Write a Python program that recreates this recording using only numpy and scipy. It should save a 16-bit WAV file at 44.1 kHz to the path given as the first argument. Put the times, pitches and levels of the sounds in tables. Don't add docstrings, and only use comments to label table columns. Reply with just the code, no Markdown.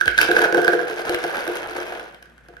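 import sys
import numpy as np
from scipy import signal
from scipy.fft import rfft, irfft, next_fast_len
from scipy.io import wavfile
from scipy.ndimage import map_coordinates

SR = 44100
rng = np.random.default_rng(int(sys.argv[2]) if len(sys.argv) > 2 else 0)


def volts_from_decibels(level):
    exponent = np.asarray(level, float) / 20
    return 10 ** exponent


def dump(signal):
    limited = np.clip(np.atleast_2d(signal).T, -1, 1)
    pcm = np.round(limited * 32767).astype(np.int16)
    wavfile.write(sys.argv[1], SR, pcm)


N = 114660


def unit(x):
    return x / np.sqrt(np.mean(x ** 2) + 1e-20)


def along(points, hz):
    point_hz, value = np.transpose(points)
    return np.interp(np.log(hz + 1), np.log(point_hz + 1), value)


def wobble(knots_per_s):
    knots = rng.standard_normal(int(N * knots_per_s / SR) + 4)
    return map_coordinates(knots, [np.arange(N) * knots_per_s / SR])


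def filtered(x, response):
    size = next_fast_len(N + 8192)
    spectrum = rfft(x, size) * response(np.fft.rfftfreq(size, 1 / SR))
    return irfft(spectrum, size)[..., :N]


# (per Hz, relative)
AIR_COLOUR = [(40, -49), (127, 0), (489, -11.5), (900, -22.5), (1560, -6.5), (4610, -34), (12500, -38),
              (16000, -75)]


def room_tone():
    shared, differing = rng.standard_normal((2, N))
    ports = np.array([shared + 0.75 * differing, shared - 0.27 * differing])
    return volts_from_decibels(-56) * unit(filtered(ports, lambda hz: volts_from_decibels(along(AIR_COLOUR, hz))))


def fridge_hum():
    t = np.arange(N) / SR
    level = volts_from_decibels(-57.5 + 4.5 * wobble(2.9))
    return level * np.sin(2 * np.pi * 58 * t + 2.5 * wobble(5))


def counter_knock():
    start_s, level_db, t60_s = 0.065, -35, 0.74
    first_hz, last_hz, sink_s = 211, 54.5, 0.0095
    t = np.maximum(np.arange(N) / SR - start_s, 0)
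    cycles = last_hz * t + (first_hz - last_hz) * sink_s * (1 - np.exp(-t / sink_s))
    return volts_from_decibels(level_db - 60 * t / t60_s) * np.sin(2 * np.pi * cycles)


# pitch_hz, t60_s (time to fall by 60 dB)
KITCHEN_T60 = [(200, 0.47), (3000, 0.54), (12000, 0.12)]


def kitchen(x):
    level_db, delay_s = -7.5, 0.005
    hz, t, z = signal.stft(rng.standard_normal((2, SR // 2)), SR, nperseg=256)
    fall = volts_from_decibels(-60 * t / along(KITCHEN_T60, hz)[:, None])
    tail = signal.istft(z * fall, SR, nperseg=256)[1]
    tail = tail / np.linalg.norm(tail[0])
    late = np.pad(x, (int(delay_s * SR), 0))[None]
    return volts_from_decibels(level_db) * signal.fftconvolve(late, tail, axes=1)[:, :N]


def rings(at, gain, modes):
    rise_s, spread_db = 0.0037, 2.5
    own = volts_from_decibels(spread_db * rng.standard_normal((len(at), len(modes))))
    out = np.zeros(N)
    for k, (hz, db, t60) in enumerate(modes):
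        kicks = np.bincount(at, gain * own[:, k], N)
        w = 2 * np.pi * hz / SR
        slow = 1000 ** (-1 / (t60 * SR))
        fast = slow * np.exp(-1 / (rise_s * SR))
        for weight, pole in ((0.91, slow), (-0.98, fast)):
            resonator = [1, -2 * pole * np.cos(w), pole * pole]
            out += weight * volts_from_decibels(db) * signal.lfilter([0.5, 0, -0.5], resonator, kicks)
    return out


# pitch_hz, level_db (relative), t60_s
WALL_MODES = [(167, -21.5, .12), (354.8, -1.5, 0.17), (393, -4, 0.13), (441, -1.5, 0.14), (489.3, -1, .17),
              (549, -10, 0.14), (626, -11.5, 0.095), (702.3, -2.5, 0.11), (789, -7, 0.083)]


def jar_wall(at, gain):
    return rings(at, gain, WALL_MODES)


# pitch_hz, level_db (relative), t60_s
BASE_MODES = [(1398, -11, 0.055), (1510, -10.5, 0.051), (1562, 10, 0.017), (1613, -14, 0.063)]


def jar_base(at, gain):
    return rings(at, gain, BASE_MODES)


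BURST_BANDS = (1000, 3000, 6000, 12000)


def bursts(at, gain, t60, colour, own_db):
    unlike = 0.39
    count = len(BURST_BANDS)
    own = unit(volts_from_decibels(own_db * rng.standard_normal((len(at), count))))
    power = np.array([np.bincount(at, (gain * g) ** 2, N) for g in own.T])
    fall = signal.lfilter([1], [1, -1000 ** (-2 / (t60 * SR))], power)

    def shape(hz):
        return volts_from_decibels(along(colour, hz))

    def bands(hz):
        return np.sqrt([along(list(zip(BURST_BANDS, row)), hz) for row in np.eye(count)])

    noise = np.sqrt(fall) * rng.standard_normal((2, *fall.shape))
    common, opposite = filtered(noise, lambda hz: shape(hz) * bands(hz)).sum(1)
    loudness = np.sqrt(np.mean(shape(np.arange(SR // 2)) ** 2))
    return (common + unlike * opposite * [[1], [-1]]) / loudness


# (per Hz, relative)
PILE_COLOUR = [(130, -25.5), (350, -1.5), (700, 1), (1100, -5), (1600, -2.5), (2200, -11.5), (4000, -30.5),
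               (12000, -78)]


def pile_clatter(at, gain, t60, own_db):
    grown = np.minimum(at / SR / 0.46, 1) ** 2
    return bursts(at, gain * volts_from_decibels(9) * grown, t60, PILE_COLOUR, own_db)


def clacks(at, gain):
    base_hz, pile_hz, pile_full_s = 3700, 2650, 2.08
    log_spread, cycles_to_60_db, low_hz = 0.24, 32, 1290
    t = np.arange(SR // 100) / SR
    centre = np.interp(at / SR, [0, pile_full_s], [base_hz, pile_hz])
    hz = centre[:, None, None] * np.exp(log_spread * rng.standard_normal((len(at), 2, 1)))
    swell = 1 - np.exp(-hz * t / 2)
    fall = volts_from_decibels(-60 * hz * t / cycles_to_60_db)
    notes = (np.sin(2 * np.pi * hz * t) * swell * fall).sum(1)
    places = at[:, None] + np.arange(len(t))
    out = np.bincount(places.ravel(), (gain[:, None] * notes).ravel(), N + len(t))[:N]
    return volts_from_decibels(-0.5) * filtered(out, lambda f: (1j * f / (low_hz + 1j * f)) ** 2)


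TICK_T60_S = 0.011
# (per Hz, relative)
TICK_COLOUR = [(800, -10.5), (1700, -10), (2200, 0.5), (4000, -12), (6300, -14.5), (7600, -19.5),
               (9800, -17.5), (13000, -14), (13700, -29), (14800, -76)]


def ticks(at, gain, own_db):
    return clacks(at, gain) + bursts(at, gain, TICK_T60_S, TICK_COLOUR, own_db)


# start_s, tick_db, base_over_tick_db, wall_over_tick_db (both before a fixed trim)
LOUD_LANDINGS = [(0.0108, -19, 17.5, -7), (0.0573, -20.5, -28, 0), (0.0787, -14, 13, -5.5),
                 (0.1789, -12, 5, -46), (0.1862, -21, 22.5, -1.5), (0.2045, -24, 11.5, 4),
                 (0.214, -9, 8, -10), (.2290, -18, 14.5, -3), (0.288, -26.5, 18.5, 21),
                 (0.3138, -18.5, 16.5, -27), (0.3652, -24.5, 21.5, 8), (0.4174, -15.5, 8, 8.5),
                 (0.4445, -21.5, 16.5, 4.5), (0.525, -22.5, 15, 13), (.546, -25.5, 18.5, 19),
                 (0.5711, -24, 5, 22.5), (.617, -22.5, 7, 12.5), (0.6464, -18.5, 11.5, -1),
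                 (0.679, -18, 19, 12), (0.7319, -31.5, 21.5, 25), (1.0941, -18, 4.5, 8.5),
                 (1.1454, -18, 4, -2), (1.239, -20.5, 10.5, 10.5), (1.406, -28, 10.5, 2),
                 (1.477, -22.5, 9, 10.5), (1.5696, -24.5, -5, 3), (1.7662, -29.5, 3, 10),
                 (1.9965, -30.5, 4.5, 1.5), (2.1452, -36, -1, -26), (2.226, -36.5, 4, -15),
                 (2.257, -47, 10, -12), (2.298, -48, -7, -15), (2.379, -48, 9, -26),
                 (2.4852, -44.5, 12.5, 13), (2.5674, -46, 17.5, -22)]


def landings():
    base_trim_db, wall_trim_db = -2, -8
    start_s, tick_db, base_db, wall_db = np.transpose(LOUD_LANDINGS)
    at = np.round(start_s * SR).astype(int)
    tick = ticks(at, volts_from_decibels(tick_db), own_db=2.5)
    base = jar_base(at, volts_from_decibels(tick_db + base_db + base_trim_db))
    wall = jar_wall(at, volts_from_decibels(tick_db + wall_db + wall_trim_db))
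    return tick + base + wall


# time_s, tick_db, base_over_tick_db, wall_over_tick_db (both before a fixed trim)
FLOW = [(0, -46, 19, -7), (.16, -42.5, -1, -7), (.2, -29, -20, -27), (0.276, -34.5, 11, -1),
        (.295, -36.5, 6, 28), (0.44, -33, 20, 11), (0.497, -44.5, 5, 28), (.57, -37.5, 17.5, 24.5),
        (0.792, -41.5, 15.5, 22), (.83, -42, 11, 22.5), (1.3, -39, 6.5, 6), (1.92, -45, -4, 15.5),
        (2.08, -56, 10, 13), (2.3, -71, 10, 9), (2.6, -68.5, 4, -14)]


def stream():
    pieces_per_s, size_db, largest_db = 700, 4.5, 11
    clump_db, clumps_per_s = 1.5, 45
    base_trim_db, wall_trim_db = -4, -18
    pile_t60_s, own_db = 0.035, 4.5
    draws = rng.random((int(pieces_per_s * N / SR), 2))
    at = (draws[:, 0] * (N - 1)).astype(int)
    piece_db = np.minimum(-size_db * np.log(1 - draws[:, 1]), largest_db)
    size = volts_from_decibels(piece_db + clump_db * wobble(clumps_per_s)[at])
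    time_s, *columns = np.transpose(FLOW)
    tick_db, base_db, wall_db = (np.interp(at / SR, time_s, column) for column in columns)
    kick = unit(size) * volts_from_decibels(tick_db)

    def overlap(t60):
        return np.sqrt(pieces_per_s * t60 / (2 * np.log(1000)))

    tick = ticks(at, kick / overlap(TICK_T60_S), own_db)
    pile = pile_clatter(at, kick / overlap(pile_t60_s), pile_t60_s, own_db)
    base = jar_base(at, kick * volts_from_decibels(base_db + base_trim_db))
    wall = jar_wall(at, kick * volts_from_decibels(wall_db + wall_trim_db))
    return tick + pile + base + wall


# pitch_hz, left_over_right_db
PORT_COLOUR = [(330, -1), (700, 2.5), (1200, -2), (1580, -13), (2000, 2), (3300, 7), (5500, 6.5),
               (9500, -2.5)]


def at_ports(jar):
    left_lead_s = 0.0002
    side = np.array([[1], [-1]]) / 2
    near = filtered(jar, lambda hz: np.exp(2j * np.pi * hz * left_lead_s * (side - 1)))
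    heard = near + kitchen(jar.mean(0))
    return filtered(heard, lambda hz: volts_from_decibels(side * along(PORT_COLOUR, hz)))


def scene():
    background = room_tone() + fridge_hum() + counter_knock()
    return background + at_ports(landings() + stream())


# pitch_hz, side_level_db
STEREO_WIDTH = [(6000, -0.5), (9000, 1), (12000, -26)]


def narrow_treble(dry):
    mid = dry.mean(0)
    side = filtered((dry[0] - dry[1]) / 2, lambda hz: volts_from_decibels(along(STEREO_WIDTH, hz)))
    return np.array([mid + side, mid - side])


def low_pass(x):
    return signal.sosfilt(signal.butter(12, 16500, fs=SR, output="sos"), x)


def record(dry):
    mix = narrow_treble(dry)
    return low_pass(mix)


dry = scene()
out = record(dry)
dump(out)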